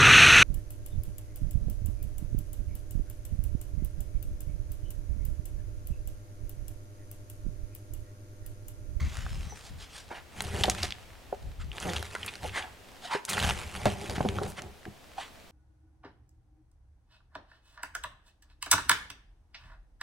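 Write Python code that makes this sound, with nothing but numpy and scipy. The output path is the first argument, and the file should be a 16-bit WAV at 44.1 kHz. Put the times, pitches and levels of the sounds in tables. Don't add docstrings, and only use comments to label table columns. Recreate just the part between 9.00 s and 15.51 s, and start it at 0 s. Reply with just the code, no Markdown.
import sys
import numpy as np
from scipy import signal
from scipy.fft import rfft, irfft, next_fast_len
from scipy.io import wavfile
from scipy.ndimage import uniform_filter1d, map_coordinates

SR = 44100
rng = np.random.default_rng(int(sys.argv[2]) if len(sys.argv) > 2 else 0)


def store_pcm(level_fs):
    pcm = np.round(np.clip(level_fs, -1, 1) * 32767).astype(np.int16)
    wavfile.write(sys.argv[1], SR, np.atleast_2d(pcm).T)


N = 287091
TIME = np.arange(N) / SR


def amp(db):
    return 10 ** (np.asarray(db) / 20)


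def unit_rms(x):
    return x / np.sqrt(np.mean(x ** 2) + 1e-20)


def along(points, hz):
    freqs_hz, values = np.transpose(points)
    return np.interp(np.log(hz + 1), np.log(freqs_hz + 1), values)


def wobble(knots_per_s):
    return map_coordinates(rng.standard_normal(int(N * knots_per_s / SR) + 4), [TIME * knots_per_s])


def filtered(x, response):
    size = x.shape[-1]
    padded = next_fast_len(size + 8192)
    return irfft(rfft(x, padded) * response(np.fft.rfftfreq(padded, 1 / SR)), padded)[..., :size]


def coloured(x, gain, size=8192):
    cepstrum = irfft(np.log(np.maximum(gain(np.fft.rfftfreq(size, 1 / SR)), 1e-6)))
    cepstrum[1:size // 2] *= 2
    cepstrum[size // 2 + 1:] = 0
    return signal.fftconvolve(x, irfft(np.exp(rfft(cepstrum))))[:len(x)]


def shaped(x, spectrum):
    return unit_rms(coloured(x, lambda hz: amp(along(spectrum, hz))))


def resonance(hz, centre_hz, q):
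    return 1 / np.hypot(1, q * (hz / centre_hz - centre_hz / (hz + 1)))


def patchy(x, depth_db, bins, frames):
    spectra = signal.stft(x, nperseg=512)[2]
    field = rng.standard_normal(spectra.shape)
    for axis, width in enumerate((bins, frames)):
        field = uniform_filter1d(uniform_filter1d(field, width, axis), width, axis)
    return unit_rms(signal.istft(spectra * amp(depth_db * unit_rms(field)), nperseg=512)[1][:N])


def slips(per_s, spread_db, smooth):
    sizes = amp(spread_db * np.minimum(rng.standard_normal(N), 2))
    impulses = (rng.random(N) < per_s / SR) * sizes * rng.choice([-1, 1], N)
    return unit_rms(impulses) + smooth * rng.standard_normal(N)


def swell(start_s, rise_s, length_s, fall_db_per_s):
    t = TIME - start_s
    return np.clip(t / rise_s, 0, 1) * amp(-fall_db_per_s * np.maximum(t - length_s, 0))


def add(track, start_s, sound, level_db, span_s):
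    part = track[round(start_s * SR):][:len(sound)]
    part += (amp(level_db) * np.sqrt(span_s * SR) * sound / np.linalg.norm(sound))[:len(part)]


# freq_hz, gain_db
HUSH_SPECTRUM = [(20, -3.5), (65, -4), (150, -10.5), (300, -10.5), (720, -10.5), (1050, -16), (2900, -18.5),
                 (16000, -32)]

def forest(level_db=-56.5):
    common, left, right = (shaped(rng.standard_normal(N), HUSH_SPECTRUM) for _ in range(3))
    diffuse = filtered(np.array([left, right]), lambda hz: along([(3000, 1.0), (12000, 0.54)], hz))
    return amp(level_db + wobble(4.234)) * (common + diffuse)


# freq_hz, gain_db
GUST_SPECTRUM = [(15, -25), (35, 0), (75, -0.5), (200, -17.5), (400, -37.5), (1500, -120)]
# start_s, length_s, level_db
GUSTS = [(0, 0.035, -27), (0.08, 0.39, -36), (0.691, 0.099, -41), (2.4, 0.1, -40.5), (2.577, 0.1, -37)]

def wind(breeze_end_s=2.53, breeze_db=-54, shared_below_hz=52):
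    gusts = [amp(level_db) * swell(start_s, 0.017, length_s, fall_db_per_s=174)
             for start_s, length_s, level_db in GUSTS + [(0, breeze_end_s, breeze_db)]]
    lumps = amp(2.2 * wobble(28))
    common, left, right = (shaped(rng.standard_normal(N), GUST_SPECTRUM) for _ in range(3))
    split_rad = lambda hz: np.arctan((hz / shared_below_hz) ** 2)
    large_eddies = filtered(common, lambda hz: np.cos(split_rad(hz)))
    small_eddies = filtered(np.array([left, right]), lambda hz: np.sin(split_rad(hz)))
    return np.max(gusts, axis=0) * lumps * (large_eddies + small_eddies) * amp([[1.5], [-1]])


# freq_hz, t60_s
TREE_DECAY = [(100, 0.65), (2000, 0.68), (12000, 0.25)]

def trees(x):
    hz, t, spectra = signal.stft(rng.standard_normal((2, SR // 2)), SR, nperseg=256)
    decay = amp(-60 * t / along(TREE_DECAY, hz)[:, None])
    tail = signal.istft(spectra * decay, SR, nperseg=256)[1]
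    return signal.fftconvolve(x[None], tail / np.linalg.norm(tail[0]), axes=1)[:, :N]


def bird(start_s=0.488, length_s=0.053, start_hz=6200, end_hz=5750, level_db=-47):
    progress = np.clip((TIME - start_s) / length_s, 0, 1)
    pitch_hz = start_hz + (end_hz - start_hz) * progress + 110 * wobble(400)
    note = np.sin(np.pi * progress) * np.sin(2 * np.pi * np.cumsum(pitch_hz) / SR)
    return amp(level_db) * (note + trees(note) / 2)


# freq_hz, gain_db
NEEDLE_SPECTRUM = [(300, -14), (1150, 0), (2300, 1), (3600, -1.5), (4600, -3.5), (7000, -5.5),
                   (10000, -14.5), (16000, -32)]
# peak_s, half_length_s, level_db
PAW_SCUFFS = [(0.025, 0.12, -49.5), (0.169, 0.064, -46), (0.34, 0.17, -50), (0.597, 0.12, -54)]

def paws():
    needles = patchy(slips(per_s=500, spread_db=7, smooth=1.1), depth_db=3.2, bins=3, frames=15)
    scuffs = [amp(level_db) * np.exp(-((TIME - peak_s) / half_length_s) ** 2)
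              for peak_s, half_length_s, level_db in PAW_SCUFFS]
    return np.linalg.norm(scuffs, axis=0) * amp(1.5 * wobble(45)) * shaped(needles, NEEDLE_SPECTRUM)


# freq_hz, gain_db
NOSTRIL_SPECTRUM = [(300, 10.5), (1250, 4.5), (1750, 3), (2350, -1), (3400, -1.5), (5600, -5), (9500, -4),
                    (15000, -23)]
# peak_s, length_s, hiss_db, hiss_hz, muzzle_db, muzzle_hz
PUFFS = [(0.66, 0.054, -50, 4760, -59, 786), (0.821, 0.076, -49, 3720, -75, 800),
         (0.964, 0.095, -45.5, 3960, -65, 814), (1.117, 0.027, -41, 1290, -43, 640),
         (1.161, 0.06, -45, 2000, -49.5, 825), (2.614, 0.034, -49, 3200, -49, 1300),
         (3.57, 0.056, -31, 2080, -35.5, 1770), (3.61, 0.1, -44.5, 1690, -42.5, 815),
         (4.052, 0.06, -43.5, 3460, -47, 720), (4.137, 0.065, -32.5, 2040, -34, 950),
         (5.582, 0.031, -39.5, 2420, -47, 1080), (6.189, 0.023, -47.5, 2800, -35.5, 800),
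         (6.223, 0.071, -44.5, 2960, -53.5, 1110)]

def snuffles(rise_share=0.42):
    out = np.zeros(N)
    air = patchy(rng.standard_normal(N), depth_db=2.8, bins=3, frames=5)
    for peak_s, length_s, hiss_db, hiss_hz, muzzle_db, muzzle_hz in PUFFS:
        near = np.abs(TIME - peak_s) < 0.25
        t = TIME[near] - peak_s
        width_s = length_s * np.where(t < 0, rise_share, 1 - rise_share)
        flow = np.exp(-np.abs(t / width_s) ** 1.5)
        muzzle = coloured(rng.standard_normal(len(t)), lambda hz: resonance(hz, muzzle_hz, q=3.2) ** 2)
        nostrils = lambda hz: amp(along(NOSTRIL_SPECTRUM, hz)) * resonance(hz, hiss_hz, q=1.25)
        hiss = coloured(air[near], nostrils)
        out[near] += flow * (amp(muzzle_db) * unit_rms(muzzle) + amp(hiss_db) * unit_rms(hiss))
    return out * amp(1.5 * wobble(160))


# freq_hz, gain_db
WOOD_SPECTRUM = [(150, 4), (800, 16.5), (3500, 1), (9500, -1.5), (12000, -8), (16000, -12)]

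def dry_wood(x, pitch_hz, q):
    gain = lambda hz: amp(along(WOOD_SPECTRUM, hz)) * resonance(hz, pitch_hz, q) ** 2
    return coloured(x, gain, size=2048)


# start_s, level_db, pitch_hz, t60_s, band_q
LOUD_CRACKS = [(0.17, -37, 4030, 0.0038, 0.35), (0.2643, -34.5, 1200, 0.0084, .5),
               (1.4059, -25, 2860, 0.0065, 0.37), (1.421, -33.5, 10500, 0.0027, 1.3),
               (1.636, -18, 3480, 0.004, 2.1), (1.6389, -18, 3030, 0.013, 0.35),
               (1.6545, -30, 3450, 0.012, 1.1), (1.6986, -18.5, 6400, 0.0025, 0.63),
               (1.7492, -34.5, 3360, .0037, 0.35), (1.8317, -22.5, 3730, 0.0092, 0.46),
               (1.9066, -33, 3400, 0.0013, 0.89), (1.923, -29, 3330, 0.005, 1.8),
               (2.7165, -35.5, 2960, 0.0039, 2.4), (2.7819, -33, 2530, 0.0036, 1),
               (2.8015, -36.5, 7100, .003, 2.2), (2.9346, -29.5, 3780, 0.0011, 0.49),
               (2.9634, -26, 2800, 0.042, 0.43), (3.027, -31, 3020, 0.0052, 0.17),
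               (3.1508, -27, 1460, 0.016, 0.25), (3.161, -32, 1010, 0.022, 0.32),
               (3.2301, -30.5, 2600, 0.031, 1.6), (3.2625, -34.5, 10000, 0.00073, 1.6),
               (3.279, -28, 2450, 0.052, 2.1), (3.3383, -40.5, 2920, 0.0055, 0.64),
               (3.3547, -38, 3840, 0.0056, 0.42), (3.493, -37.5, 2570, 0.028, 2.5),
               (3.624, -34.5, 2500, .025, 2.2), (4.2517, -31, 7500, 0.0015, 0.6),
               (4.3322, -26.5, 3400, 0.0053, 0.31), (4.3705, -28.5, 2110, 0.0045, 0.7),
               (4.3781, -22.5, 1440, 0.018, 0.53), (4.3987, -25.5, 3070, 0.029, 1.1),
               (4.4265, -25.5, 3020, 0.0057, 0.46), (4.4405, -26.5, 2780, 0.016, 0.36),
               (4.492, -25, 2860, 0.0018, 0.35), (4.4977, -23, 2640, 0.0088, 0.42),
               (4.5076, -23, 2200, 0.006, 0.66), (4.7521, -32.5, 2170, 0.0018, 0.51),
               (4.8558, -24, 3300, 0.0028, 0.24), (5.0974, -33, 3840, 0.0015, .45),
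               (5.288, -28.5, 3180, 0.0055, 0.71), (5.3856, -25.5, 1120, 0.011, .4),
               (5.4341, -35, 2960, 0.0019, 0.55), (5.6203, -39, 4240, 0.0036, 0.36),
               (5.8535, -38, 1710, 0.017, 0.43)]

def cracks(rows):
    out, t = np.zeros(N), TIME[:SR // 8]
    for start_s, level_db, pitch_hz, t60_s, band_q in rows:
        attack = 1 - np.exp(-t / 0.00024)
        decay = amp(-60 * t / t60_s) + amp(-24 - 60 * t / 0.066)
        burst = rng.standard_normal(len(t)) * attack * decay
        burst[8] += 1.5
        click = dry_wood(burst, pitch_hz, band_q)
        upper_hz = pitch_hz * rng.uniform(1.15, 1.45)
        modes = lambda hz: resonance(hz, 0.96 * pitch_hz, 4) ** 2 + 0.6 * resonance(hz, upper_hz, 6) ** 2
        ring = min(t60_s / 0.016, 1.5) * unit_rms(coloured(burst, modes, size=2048))
        add(out, start_s, unit_rms(click) + ring, level_db, span_s=0.0026)
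    return out


def twigs(grit_gain, per_s=14, floor_db=-52.5, spread_db=1.5, t60_s=0.0018, band_q=0.5):
    rows = []
    for when, size, thinness in rng.random((round(per_s * N / SR), 3)):
        sample = when * (N - 1)
        level_db = 20 * np.log10(grit_gain[int(sample)] + amp(floor_db)) + spread_db * (2 * size - 1)
        pitch_hz = 2900 * 2 ** (0.2 * (2 * thinness - 1))
        rows.append((sample / SR, level_db, pitch_hz, t60_s, band_q))
    return cracks(rows)


# start_s, length_s, level_db, pitch_hz
BARK_RIPS = [(1.581, .004, -41, 5500), (1.779, 0.01, -37, 3300), (1.826, 0.024, -36, 3770),
             (4.292, 0.01, -33.5, 9300), (4.854, 0.0062, -30, 2660), (5.154, 0.0087, -38.5, 2700),
             (5.475, 0.03, -50.5, 13000)]

def rips():
    out, fibres = np.zeros(N), slips(per_s=2200, spread_db=13.5, smooth=1.0)
    for start_s, length_s, level_db, pitch_hz in BARK_RIPS:
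        near = np.abs(TIME - start_s) < 0.2
        envelope = amp(level_db) * swell(start_s, 0.0029, length_s, fall_db_per_s=443)[near]
        out[near] += envelope * unit_rms(dry_wood(fibres[near], pitch_hz, q=0.54))
    return out


def splinters(per_s=600, centre_hz=3670, spread_octaves=0.65, decay_cycles=1.5):
    count, t = round(per_s * N / SR), TIME[:SR // 100]
    starts = rng.integers(N, size=(count, 1))
    thinness, size = rng.standard_normal((2, count, 1))
    hz = centre_hz * 2 ** (spread_octaves * np.minimum(thinness, 2))
    grains = amp(7 * np.minimum(size, 2)) * np.sin(2 * np.pi * hz * t) * np.exp(-hz * t / decay_cycles)
    crackle = np.bincount((starts + np.arange(len(t))).ravel(), grains.ravel())[:N]
    bunches = amp(4 * wobble(130))
    return unit_rms(bunches * crackle)


# freq_hz, level_db, t60_s
BARREL_MODES = [(73.2, -19.5, 0.48), (115, -15, 0.14), (155, -5, 0.061), (200.8, -5.5, 0.13),
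                (254, -6, 0.041), (343, -14, 0.087), (412, -6.5, 0.08), (491, -6, 0.059), (598, -7, 0.035),
                (734, 0, 0.038), (827, -9, 0.037), (1400, -10, 0.011)]

def barrel_ring():
    t = TIME[:SR // 2]
    return sum(amp(level_db + rng.normal(0, 3.9) - 60 * t / t60_s)
               * np.sin(2 * np.pi * freq_hz * rng.normal(1, 0.015) * t)
               for freq_hz, level_db, t60_s in BARREL_MODES)


# start_s, level_db, centre_hz, band_q
BLOWS = [(0.522, -48, 650, 0.7), (1.112, -44.5, 520, .5), (1.6448, -32, 700, 0.4), (1.681, -28, 576, 0.19),
         (1.837, -38.5, 600, 0.37), (2.326, -32, 650, 1.06), (3.4498, -37.5, 610, 0.44),
         (4.149, -32, 440, 1.1), (4.8572, -22.5, 550, 0.56), (4.857, -25, 166, 0.98),
         (4.866, -24.5, 650, 0.51), (4.92, -39, 85, 1.2), (5.1794, -32.5, 250, 0.3),
         (5.2055, -27.5, 470, 0.19), (5.2506, -30.5, 453, 0.14), (5.258, -27, 230, 0.5),
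         (5.416, -34.5, 600, 0.47), (5.862, -44, 434, 0.87), (5.877, -42.5, 149, 0.92)]

def knocks(buzz_gain=0.46, buzz_t60_s=0.043, thunk_db=-8, thunk_t60_s=0.0056):
    out, t = np.zeros(N), TIME[:SR // 2]
    for start_s, level_db, centre_hz, band_q in BLOWS:
        contact = buzz_gain * rng.standard_normal(len(t)) * amp(-60 * t / buzz_t60_s)
        contact[0] += 1
        ring = signal.fftconvolve(barrel_ring(), contact)[:len(t)]
        ring = coloured(ring, lambda hz: resonance(hz, centre_hz, band_q) ** 2)
        thunk = np.sin(2 * np.pi * centre_hz * t) * t * amp(-60 * t / thunk_t60_s)
        add(out, start_s, unit_rms(ring) + amp(thunk_db) * unit_rms(thunk), level_db, span_s=0.026)
    return out


# start_s, length_s, level_db, slips_per_s, centre_hz
JUDDERS = [(2.851, 0.055, -33.5, 174, 710), (3.432, 0.0089, -36, 150, 624)]

def groans(jitter=0.07, fall_db_per_s=450):
    out, t = np.zeros(N), TIME[:SR // 4]
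    for start_s, length_s, level_db, slips_per_s, centre_hz in JUDDERS:
        gaps_s = np.exp(jitter * rng.standard_normal(64)) / slips_per_s
        slip_samples = ((np.cumsum(gaps_s) - gaps_s[0]) * SR).astype(int)
        taps = np.bincount(slip_samples, minlength=len(t))[:len(t)]
        push = np.minimum(0.5 + t / 0.004, 1) * amp(-fall_db_per_s * np.maximum(t - length_s, 0))
        ring = signal.fftconvolve(taps * push, barrel_ring())[:len(t)]
        groan = coloured(ring, lambda hz: resonance(hz, centre_hz, q=0.38))
        add(out, start_s, groan, level_db, span_s=length_s)
    return out


def wall_shudder():
    spot_gains = np.array([wobble(7) for _ in range(4)])
    spot_gains /= np.linalg.norm(spot_gains, axis=0)
    shudder = np.zeros(N)
    for gain in spot_gains:
        friction = slips(per_s=450, spread_db=1, smooth=0.43)
        shudder += gain * unit_rms(signal.fftconvolve(friction, barrel_ring())[:N])
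    return unit_rms(coloured(shudder, lambda hz: resonance(hz, 385, q=0.48)))


# start_s, rise_s, length_s, drum_db, wall_db, grit_db
SHOVES = [(1.312, 0.08, 0.54, -41.5, -48, -46), (1.497, 0.055, 0.18, -36, -37, -41.5),
          (2.712, 0.15, 0.25, -39.5, -42, -41), (3.003, 0.068, 0.35, -53, -55, -48.5),
          (3.389, 0.067, 0.063, -38.5, -43, -42.5), (4.277, 0.019, 0.091, -45, -38, -34),
          (4.33, 0.076, 0.16, -32.5, -36, -35), (4.542, 0.04, 0.074, -47, -43, -45),
          (4.665, 0.1, 0.27, -41.5, -43, -45.5), (4.933, 0.031, 0.26, -51, -44, -48.5),
          (5.051, 0.02, 0.43, -38, -40.5, -49.5), (5.574, 0.042, 0.042, -55, -41.5, -70)]

def shove_gains(barrel_lag_s=0.029, build_db=0.5, settle_db=-7):
    power = np.zeros((3, N))
    for start_s, rise_s, length_s, drum_db, wall_db, grit_db in SHOVES:
        build = amp(-build_db * np.clip(1 - (TIME - start_s) / length_s, 0, 1))
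        settling = amp(settle_db) * swell(start_s, rise_s, length_s, fall_db_per_s=55)
        drum = np.maximum(swell(start_s, rise_s + barrel_lag_s, length_s, fall_db_per_s=119), settling)
        wall = swell(start_s, rise_s + barrel_lag_s, length_s, fall_db_per_s=173)
        grit = np.maximum(swell(start_s, rise_s, length_s, fall_db_per_s=173), settling)
        power += (build * amp([[drum_db], [wall_db], [grit_db]]) * [drum, wall, grit]) ** 2
    return np.sqrt(power)


# freq_hz, gain_db
DRUM_SPECTRUM = [(20, -6), (42, -7.5), (66, 3.5), (100, 4.5), (140, -14.5), (205, -7), (900, -120)]
# freq_hz, gain_db
BARK_SPECTRUM = [(300, -24), (800, 0.5), (1700, -1.5), (3000, -1), (4000, -7), (5500, -9.5), (9600, -10.5),
                 (12500, -20.5), (16000, -37)]

def dragging(drum_gain, wall_gain, grit_gain, tear_db=-10, full_load_db=-34):
    catch = amp(1.6 * wobble(38))
    boom = drum_gain * shaped(slips(per_s=230, spread_db=6, smooth=0.21), DRUM_SPECTRUM)
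    rub = wall_gain * wall_shudder()
    crumbs = patchy(slips(per_s=900, spread_db=6, smooth=0.8), depth_db=3.3, bins=4, frames=2)
    bark = grit_gain * shaped(crumbs, BARK_SPECTRUM)
    load = np.minimum(grit_gain / amp(full_load_db), 1)
    tearing = grit_gain * np.sqrt(load) * amp(tear_db) * splinters()
    return catch * (boom + rub + bark + tearing)


# freq_hz, left_lead_rad
PORT_PHASE = [(45, 1), (250, -0.75), (950, -0.77), (3000, -0.18)]
# freq_hz, left_minus_right_db
PORT_BALANCE = [(110, 1), (380, -1), (1300, -1.5), (4400, 0)]

def ports(x):
    side = np.array([[0.5], [-0.5]])
    return filtered(x, lambda hz: amp(side * along(PORT_BALANCE, hz))
                    * np.exp(1j * side * along(PORT_PHASE, hz)))


def scene():
    drum_gain, wall_gain, grit_gain = shove_gains()
    background = bird() + wind() + forest()
    barrel = dragging(drum_gain, wall_gain, grit_gain) + groans() + knocks()
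    foreground = barrel + rips() + snuffles() + paws() + cracks(LOUD_CRACKS) + twigs(grit_gain)
    return background + ports(foreground) + amp(-17.5) * trees(foreground)


def record(dry):
    return filtered(dry, lambda hz: hz < 15900)


dry = scene()
out = record(dry)
store_pcm(out)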